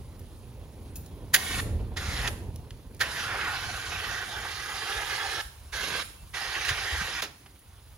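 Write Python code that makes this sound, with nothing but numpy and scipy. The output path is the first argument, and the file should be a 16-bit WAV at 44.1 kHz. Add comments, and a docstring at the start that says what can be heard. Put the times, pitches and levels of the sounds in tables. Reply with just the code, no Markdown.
"""A powder jet fires five bursts from a handheld extinguisher into a burning metal bin in a wooded yard.
The jet is coloured noise with a moving howl, gated by the valve and combed by a ground echo.
Noise slugs spit as the valve moves, cloud gusts push the microphone; noise snaps make short ticks, and
low thumps under the first and last spits. Flames rumble and roar as low noise in yard air that slowly
rises and falls with the sizzle, a bird whistles once, trees return a short tail.
A two-port microphone hears it from the left of the nozzle, rounds off peaks and limits the band."""
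import sys
import numpy as np
from scipy import signal
from scipy.fft import rfft, irfft, next_fast_len
from scipy.io import wavfile
from scipy.ndimage import uniform_filter1d

SR = 44100
rng = np.random.default_rng(int(sys.argv[2]) if len(sys.argv) > 2 else 0)


def to_wav(sig):
    """Store sig (one row per channel, or 1-D mono) as 16-bit WAV at the path in sys.argv[1].

    Samples outside -1..1 are clipped; the rate is SR.
    """
    pcm = np.clip(np.atleast_2d(sig), -1, 1) * 32767
    pcm = np.round(pcm).astype(np.int16)
    wavfile.write(sys.argv[1], SR, pcm.T)  # frames by channels


N = 351609
T = np.arange(N) / SR
SIZE, HOP = 1024, 256  # noise-shaping frames, samples
HZ = np.fft.rfftfreq(SIZE, 1 / SR)[:, None]
FRAME_S = np.arange(N // HOP + 5) * HOP / SR


def amp(db):
    """Decibels to gain."""
    return 10 ** (np.asarray(db) / 20)


def evened(x):
    """Scales to rms 1."""
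    return x / np.sqrt(np.mean(abs(x) ** 2) + 1e-20)


def read(points, hz):
    """Reads a spectrum table on a log-frequency axis."""
    f, value = np.transpose(points)
    return np.interp(np.log(hz + 1), np.log(f + 1), value)


def columns(rows, t):
    """Reads every column of a curve table at times t."""
    s, *rest = np.transpose(rows)
    return [np.interp(t, s, c) for c in rest]


def band(gain, lo_hz, hi_hz):
    """Rms that a band of unit noise has after this gain, frame by frame."""
    inside = (HZ > lo_hz) & (HZ < hi_hz)
    return np.sqrt((abs(gain) ** 2 * inside).sum(0))


def swell(s, rise_ms, t60, hold=0.):
    """Smooth rise, hold, then exponential fall by 60 dB in t60 seconds."""
    rise = np.clip((T - s) * 1000 / rise_ms, 0, 1) ** 2
    falling_s = np.maximum(T - s - rise_ms / 1000 - hold, 0)
    return rise * np.exp(-np.log(1000) * falling_s / t60)


# how alike the two ports hear noise: (frequency [Hz], likeness [0-1])
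PORT_LIKENESS = [(60, 0.92), (400, 1), (1500, 0.99), (4200, 0.5), (7000, 0.63)]
# left port against right: (frequency [Hz], level [dB])
LEFT_SHADE = [(60, -1.5), (1500, -3), (3000, -4), (5500, -7.5), (7300, 0.5)]
# left port behind right: (frequency [Hz], phase lag [rad])
LEFT_LAG = [(150, .02), (900, 0.59), (2600, 0.98), (5600, 0.92), (7300, 0.12)]


def hiss(gain, patchy_db, flicker_db, pan_db=0.):
    """Noise as the two ports hear it, with drifting patches and flicker shared over wide bands."""
    a, b, c, d, patches, flicker = rng.standard_normal((len(FRAME_S), len(HZ), 6)).T
    # axis 0 is frequency, axis 1 is time
    patches = uniform_filter1d(uniform_filter1d(patches, size=10, axis=0), size=12, axis=1)
    flicker = uniform_filter1d(uniform_filter1d(flicker, size=120, axis=0), size=3, axis=1)
    motion = evened(amp(patchy_db * evened(patches) + flicker_db * evened(flicker)))
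    same = np.clip(read(PORT_LIKENESS, HZ), 0, 1)
    right = a + 1j * b
    left = same * right + np.sqrt(1 - same ** 2) * (c + 1j * d)
    left = left * np.exp(-1j * read(LEFT_LAG, HZ))
    tilt = amp((read(LEFT_SHADE, HZ) + pan_db) / 2)  # half to each side
    z = np.array([left * tilt, right / tilt]) * gain * motion
    return signal.istft(z, nperseg=SIZE, noverlap=SIZE - HOP)[1][:, :N] / np.sqrt(.75)


# how fast the echo dies in each band: (frequency [Hz], t60 [s])
TREE_DECAY = [(500, 0.42), (8000, 0.57)]


def trees(x):
    """Sparse echoes of random sign from trunks and fence, each band dying at its own speed."""
    taps = np.zeros((2, SR))
    at = np.arange(200, SR - 20, 20) + rng.integers(0, 20, (2, (SR - 201) // 20))
    np.put_along_axis(taps, at, rng.choice([-1., 1.], at.shape), 1)
    hz, t, z = signal.stft(taps, SR, nperseg=256)
    fade = amp(-60 * t / read(TREE_DECAY, hz)[:, None])
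    tail = signal.istft(z * fade, SR, nperseg=256)[1]
    return signal.fftconvolve(x, tail / np.linalg.norm(tail[0]), axes=1)[:, :N]


# fire over time: (time [s], rumble level [dB], flame roar level [dB])
FLAMES = [(0.0, -42, -54.5), (1.3, -42, -50), (1.5, -37.5, -46.5), (1.69, -27, -42.5), (1.8, -31.5, -45),
          (1.95, -36, -48.5), (2.33, -31, -44.5), (2.73, -42.5, -54), (3.7, -40.5, -55.5),
          (4.8, -47.5, -61.5), (5.75, -47.5, -67.5), (5.88, -51, -47), (6.1, -47.5, -64.5),
          (6.7, -44.5, -61), (7.06, -42.5, -59), (7.35, -57.5, -63.5), (7.97, -49.5, -70.5)]
# colour of the rumble: (frequency [Hz], relative density [dB per Hz])
RUMBLE_COLOUR = [(25, -40), (40, 14), (55, 37.5), (75, 18.5), (100, 15.5), (150, -12.5), (250, -59)]
# colour of the flame roar: (frequency [Hz], relative density [dB per Hz])
ROAR_COLOUR = [(80, 0), (150, 4), (300, -1.5), (480, -4), (650, -11.5), (1000, -14), (1300, -25),
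               (4000, -29.5), (7000, -52)]
# colour of the yard air: (frequency [Hz], relative density [dB per Hz])
YARD_COLOUR = [(300, -6.5), (1000, 2), (1800, -4.5), (3500, -3.5), (5500, -7.5), (7300, -8), (7800, 1),
               (12000, -6.5), (16000, -8)]
# air of the yard with the hot bin sizzling under powder: (time [s], level [dB])
SIZZLE = [(0, -58), (3, -59), (5.5, -54), (6.3, -54), (7.5, -57)]


def flames():
    """Lumpy low rumble, flame roar above it, and the yard air, slowly rising and falling with the sizzle."""
    rumble_db, roar_db = columns(FLAMES, FRAME_S)
    air_db = columns(SIZZLE, FRAME_S)[0]
    rumble, roar, air = (amp(read(table, HZ)) for table in (RUMBLE_COLOUR, ROAR_COLOUR, YARD_COLOUR))
    # each level holds for the layer's own band
    rumble = rumble / band(rumble, 30, 130) * amp(rumble_db)
    roar = roar / band(roar, 150, 330) * amp(roar_db)
    air = air / band(air, 0, SR) * amp(air_db)
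    return hiss(np.sqrt(rumble ** 2 + roar ** 2 + air ** 2), 1.35, 1.14)


# one far note: (time [s], length [s], pitch [Hz], level [dB])
BIRD = (6.16, .095, 2680, -62)


def bird():
    """A faint level whistle: one sine under a half-sine swell."""
    s, length, hz, db = BIRD
    window = np.sqrt(np.sin(np.pi * np.clip((T - s) / length, 0, 1)) ** 2)
    return amp(db) * window * np.sin(2 * np.pi * hz * T)


# short ticks, and low thumps under the first and last spits:
# (time [s], peak level [dB], pitch [Hz], t60 [s])
TICKS = [(0.193, -38, 10470, 0.034), (0.9573, -30.5, 8950, .09), (1.061, -38, 7330, .034),
         (1.338, -28.5, 500, .1), (2.5594, -31.5, 6000, 0.02), (2.7068, -29.5, 2650, 0.018),
         (2.9469, -38, 7000, 0.02), (2.9665, -44, 6000, .02), (7.226, -30.5, 480, 0.19),
         (7.46, -39, 1660, 0.06), (7.559, -51, 1680, .04), (7.5914, -46, 10900, .04)]
# ringing modes of the lever steel: (pitch [Hz], relative level [dB], t60 [s])
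PIN = [(2600, -5, .08), (11000, -2, 0.084), (12100, -1, 0.26), (13900, 0, .2)]
PIN_S, PIN_DB = .9567, -45  # start s, level the modes are relative to


def ticks():
    """Short noise snaps around a pitch, faint random crackle, and one ring of lever steel."""
    out, t = np.zeros(N + SR), np.arange(4096) / SR
    # squaring the draw crowds the crackle towards the start
    crackle = [(a ** 2 * N / SR, -62 + 8 * b ** 2, 2500 * 4 ** c, .02) for a, b, c in rng.random((40, 3))]
    octave = np.log2(np.fft.rfftfreq(len(t), 1 / SR) + 1)
    for s, db, hz, t60 in TICKS + crackle:
        around_pitch = np.exp(-.5 * ((octave - np.log2(hz)) / 1.05) ** 2)
        snap = evened(irfft(rfft(rng.standard_normal(len(t))) * around_pitch))
        attack = np.minimum(t / 0.00053, 1)
        # halved because the peak is about twice rms
        out[round(s * SR):][:len(t)] += amp(db - 60 * t / t60) * attack * snap / 2
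    t = np.arange(SR // 2) / SR
    ring = sum(amp(PIN_DB + db - 60 * t / t60) * np.sin(2 * np.pi * hz * t) for hz, db, t60 in PIN)
    out[round(PIN_S * SR):][:len(t)] += ring
    return np.array([amp(-2.5) * np.roll(out, 2)[:N], out[:N]])  # left is softer and two samples late


# gusts of powder cloud on the microphone: (time [s], peak level [dB], pitch [Hz])
PUSHES = [(4.96, -33, 60.5), (5.27, -39, 64), (5.44, -34, 51.6), (5.65, -38, 65.2), (5.71, -37, 48),
          (6.703, -27, 98), (6.75, -36, 55), (6.915, -26, 64.3), (6.966, -31.5, 67), (7.01, -32.5, 161)]
PUSH_CYCLES = 2.74  # swings in one push


def pushes():
    """A few slow pressure swings under a smooth window."""
    out = 0
    for s, db, hz in PUSHES:
        window = np.sin(np.pi * np.clip((T - s) * hz / PUSH_CYCLES, 0, 1)) ** 2
        out = out + amp(db) * window * np.sin(2 * np.pi * hz * (T - s))
    return out


# slugs of gas spat from the nozzle: (time [s], level [dB], rise [ms], t60 [s],
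# treble against level [dB], pipe ring against level [dB])
SPITS = [(1.332, -15.5, 14.5, 0.045, 4.5, 2.5), (1.358, -27.5, 4.7, .04, -10, -1),
         (1.963, -33, 10, 0.098, -36, -4.5), (2.269, -25, 8.3, 0.051, -50, -27),
         (2.993, -47, 1.8, 0.12, -6, -17), (2.999, -23.5, 14, 0.092, -21, 0.5),
         (6.647, -32, 3.5, 0.27, -42, -5), (6.673, -27.5, 19.4, 0.12, -38, 2.5),
         (7.218, -26, 4.5, 0.14, -30, -21)]
PIPE_HZ, PIPE_WIDTH_HZ = 1770, 130  # the nozzle pipe rings when a slug passes


def spits():
    """Each slug is a short rush of air that also rings the nozzle pipe."""
    hz = np.fft.rfftfreq(SR * 8, 1 / SR) + 1
    body_shape = 1 / (1 + (1450 / hz) ** 4) / (1 + (hz / 4500) ** 2)
    top_shape = 1 / (1 + (6000 / hz) ** 4)
    pipe_shape = 1 / (1 + ((hz - PIPE_HZ) / PIPE_WIDTH_HZ) ** 2)
    air = rfft(hiss(1., 1.5, 0), SR * 8)
    body, top, pipe = (evened(irfft(air * g)[:, :N]) for g in (body_shape, top_shape, pipe_shape))
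    body_gain = top_gain = pipe_gain = 0
    for s, db, ms, t60, top_db, pipe_db in SPITS:
        burst = swell(s, ms, t60)
        body_gain = body_gain + amp(db) * burst
        top_gain = top_gain + amp(db + top_db) * burst
        pipe_gain = pipe_gain + amp(db + pipe_db) * swell(s + 0.0016, ms, t60)  # ring starts 1.6 ms later
    return body_gain * body + top_gain * top + pipe_gain * pipe


# bounce off the ground as the nozzle moves: (time [s], lag [ms], strength [0-1])
NOZZLE = [(1.6, 2.7, 0.6), (1.95, 1.43, 0.2), (3.3, 2.04, 0.06), (3.5, 2.66, .3), (4.5, 2.56, 0.36),
          (5.42, 2.36, 0.46), (5.7, 1.85, 0.27), (6.03, 1.84, 0.37), (6.3, 2.6, 0.27)]


def ground(x):
    """A duller copy arrives off the turf a moment later and combs the spectrum."""
    lag_ms, strength = columns(NOZZLE, T)
    dull = signal.oaconvolve(x, signal.firwin(7, 5000, fs=SR)[None], "same")
    late = np.array([np.interp(T - lag_ms / 1000, T, c) for c in dull])
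    return (x + strength * late) / np.sqrt(1 + strength ** 2)


# valve held open: (open [s], shut [s], rise [ms], t60 of the thin top hiss [s], top hiss level [dB])
VALVE = [(1.327, 1.605, 8.2, 0.24, 5), (1.956, 2.286, 13, 0.48, -1.5), (2.998, 5.413, 5.9, 0.31, -1.5),
         (5.716, 6.026, 18.6, 0.54, -2.5), (6.327, 7.206, 19.6, 0.067, -3.5)]
# the jet swells when it strikes into the bin: (time [s], level of 900-3000 Hz [dB])
JET = [(1.385, -40), (1.6, -32.5), (2.0, -42), (2.24, -33), (3.04, -32.5), (3.11, -38.5), (3.2, -33.5),
       (3.28, -35.5), (3.43, -30), (3.62, -39), (3.93, -37), (4.15, -34.5), (4.26, -40), (4.4, -40),
       (4.5, -38), (4.8, -38), (4.92, -34), (5.4, -34.5), (5.745, -35), (5.975, -33.5), (6.36, -36),
       (6.674, -34.5), (7.2, -35)]
# colour of the jet before the changes below: (frequency [Hz], relative density [dB per Hz])
JET_COLOUR = [(150, -37.5), (300, -13.5), (470, -6.5), (600, -9.5), (780, -3), (1000, -4), (1400, -2),
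              (2000, -4), (3200, -3), (5000, -6.5), (7300, -11), (7800, -7), (13000, -15.5), (16000, -27.5)]
# howl in the hollow the jet is aimed at, and how dull the jet sounds from there:
# (time [s], pitch [Hz], width [Hz], treble tilt [dB per octave])
HOWL = [(2.3, 1780, 195, 1), (3.05, 1750, 200, -2), (3.21, 1600, 250, 1.5), (3.3, 1340, 500, -3.5),
        (3.42, 1390, 550, -3), (3.5, 1470, 450, 0.5), (3.7, 1583, 200, 0.5), (4.15, 1790, 300, -0.5),
        (4.6, 1740, 112, -1), (5.41, 1760, 112, .5), (5.72, 1640, 150, 2), (6.03, 1610, 149, 1.5),
        (6.35, 1800, 260, 1.5)]
# the jet drifts between the sides: (time [s], left against right [dB])
DRIFT = [(2.5, 1), (4.5, -1), (6.2, -2), (7.2, 0.5)]
SHUT_T60, TOP_HZ = 0.023, 6800  # s, Hz: the body stops at once; gas above this pitch leaks on
USUAL_DB = -37  # jet level from which swell is counted
TREBLE_DB, WASH_DB, HOWL_DB = -3.5, -1.5, 6  # colour changes at the usual level
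# dB per dB of swell: treble and wash stay behind, the howl grows
TREBLE_SLOPE, WASH_SLOPE, HOWL_SLOPE = -0.8, -0.65, 0.36


def jet():
    """Turbulent powder jet with a moving howl, gated by the valve."""
    swelling = columns(JET, FRAME_S)[0] - USUAL_DB
    howl_hz, width_hz, tilt = columns(HOWL, FRAME_S)
    octaves = np.log2(np.clip(HZ, 1800, 4000) / 1800)
    howl = 1 / (1 + ((HZ - howl_hz) / width_hz) ** 2)
    treble = 1 / (1 + (2600 / (HZ + 1)) ** 4)
    wash = 1 / (1 + (HZ / 1500) ** 8)
    colour_db = read(JET_COLOUR, HZ) + tilt * octaves
    colour_db = colour_db + treble * (TREBLE_DB + TREBLE_SLOPE * swelling)
    colour_db = colour_db + wash * (WASH_DB + WASH_SLOPE * swelling)
    colour_db = colour_db + howl * (HOWL_DB + HOWL_SLOPE * swelling)
    gain = amp(colour_db)
    gain /= band(gain, 900, 3000)
    stream = hiss(gain, 2.03, 1.4, columns(DRIFT, FRAME_S)[0]) * amp(columns(JET, T)[0])
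    highpass = signal.firwin(63, TOP_HZ, pass_zero=False, fs=SR)
    top = signal.oaconvolve(stream, highpass[None], "same")
    flow = leak = 0
    for opened, shut, ms, top_t60, top_db in VALVE:
        hold = shut - opened - ms / 1000
        flow = flow + swell(opened, ms, SHUT_T60, hold=hold)
        leak = leak + amp(top_db) * swell(opened, ms, top_t60, hold=hold)
    return (stream - top) * flow + top * leak


TREES_DB, SPITS_TREES_DB = -9.5, -7  # echo level; spits reach the trees less


def scene():
    """All sources; jet, spits and ticks feed the trees, and the direct jet has its ground bounce."""
    stream, slugs, snaps = jet(), spits(), ticks()
    echoes = amp(TREES_DB) * trees(stream + snaps + amp(SPITS_TREES_DB) * slugs)
    return ground(stream) + slugs + snaps + echoes + flames() + pushes() + bird()


# left phase of the treble that both channels share: (frequency [Hz], turn [half-turns])
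TREBLE_TURN = [(7500, 1), (8900, 1), (10300, 2), (11500, 2), (12600, 3), (14250, 3), (14500, 4), (16500, 4)]
CEILING = .9  # the input stage rounds off peaks near this value
BLEND_HZ = 120  # softness of the crossover into shared treble
FLOOR_HZ, EDGE_HZ = 38.8, 15850  # deepest bass drops below, band limit above


def record(dry):
    """Peaks round off; both channels share treble with a turning phase; deep bass drops; band limit."""
    size = next_fast_len(N)
    z = rfft(CEILING * np.tanh(dry / CEILING), size)
    hz = np.fft.rfftfreq(size, 1 / SR)
    edge, turns = np.transpose(TREBLE_TURN)
    left_turn = np.exp(1j * np.pi * np.interp(hz, edge, turns))
    shared = z[1] * np.array([left_turn, np.ones_like(hz)])
    share = .5 + .5 * np.tanh((hz - edge[0]) / BLEND_HZ)
    bass_cut = 1 + (FLOOR_HZ / (hz + 1)) ** 6
    heard = irfft((share * shared + (1 - share) * z) / bass_cut, size)[:, :N]
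    lowpass = signal.firwin(511, EDGE_HZ, window=("kaiser", 9), fs=SR)
    return signal.oaconvolve(heard, lowpass[None], "same")


dry = scene()
out = record(dry)
to_wav(out)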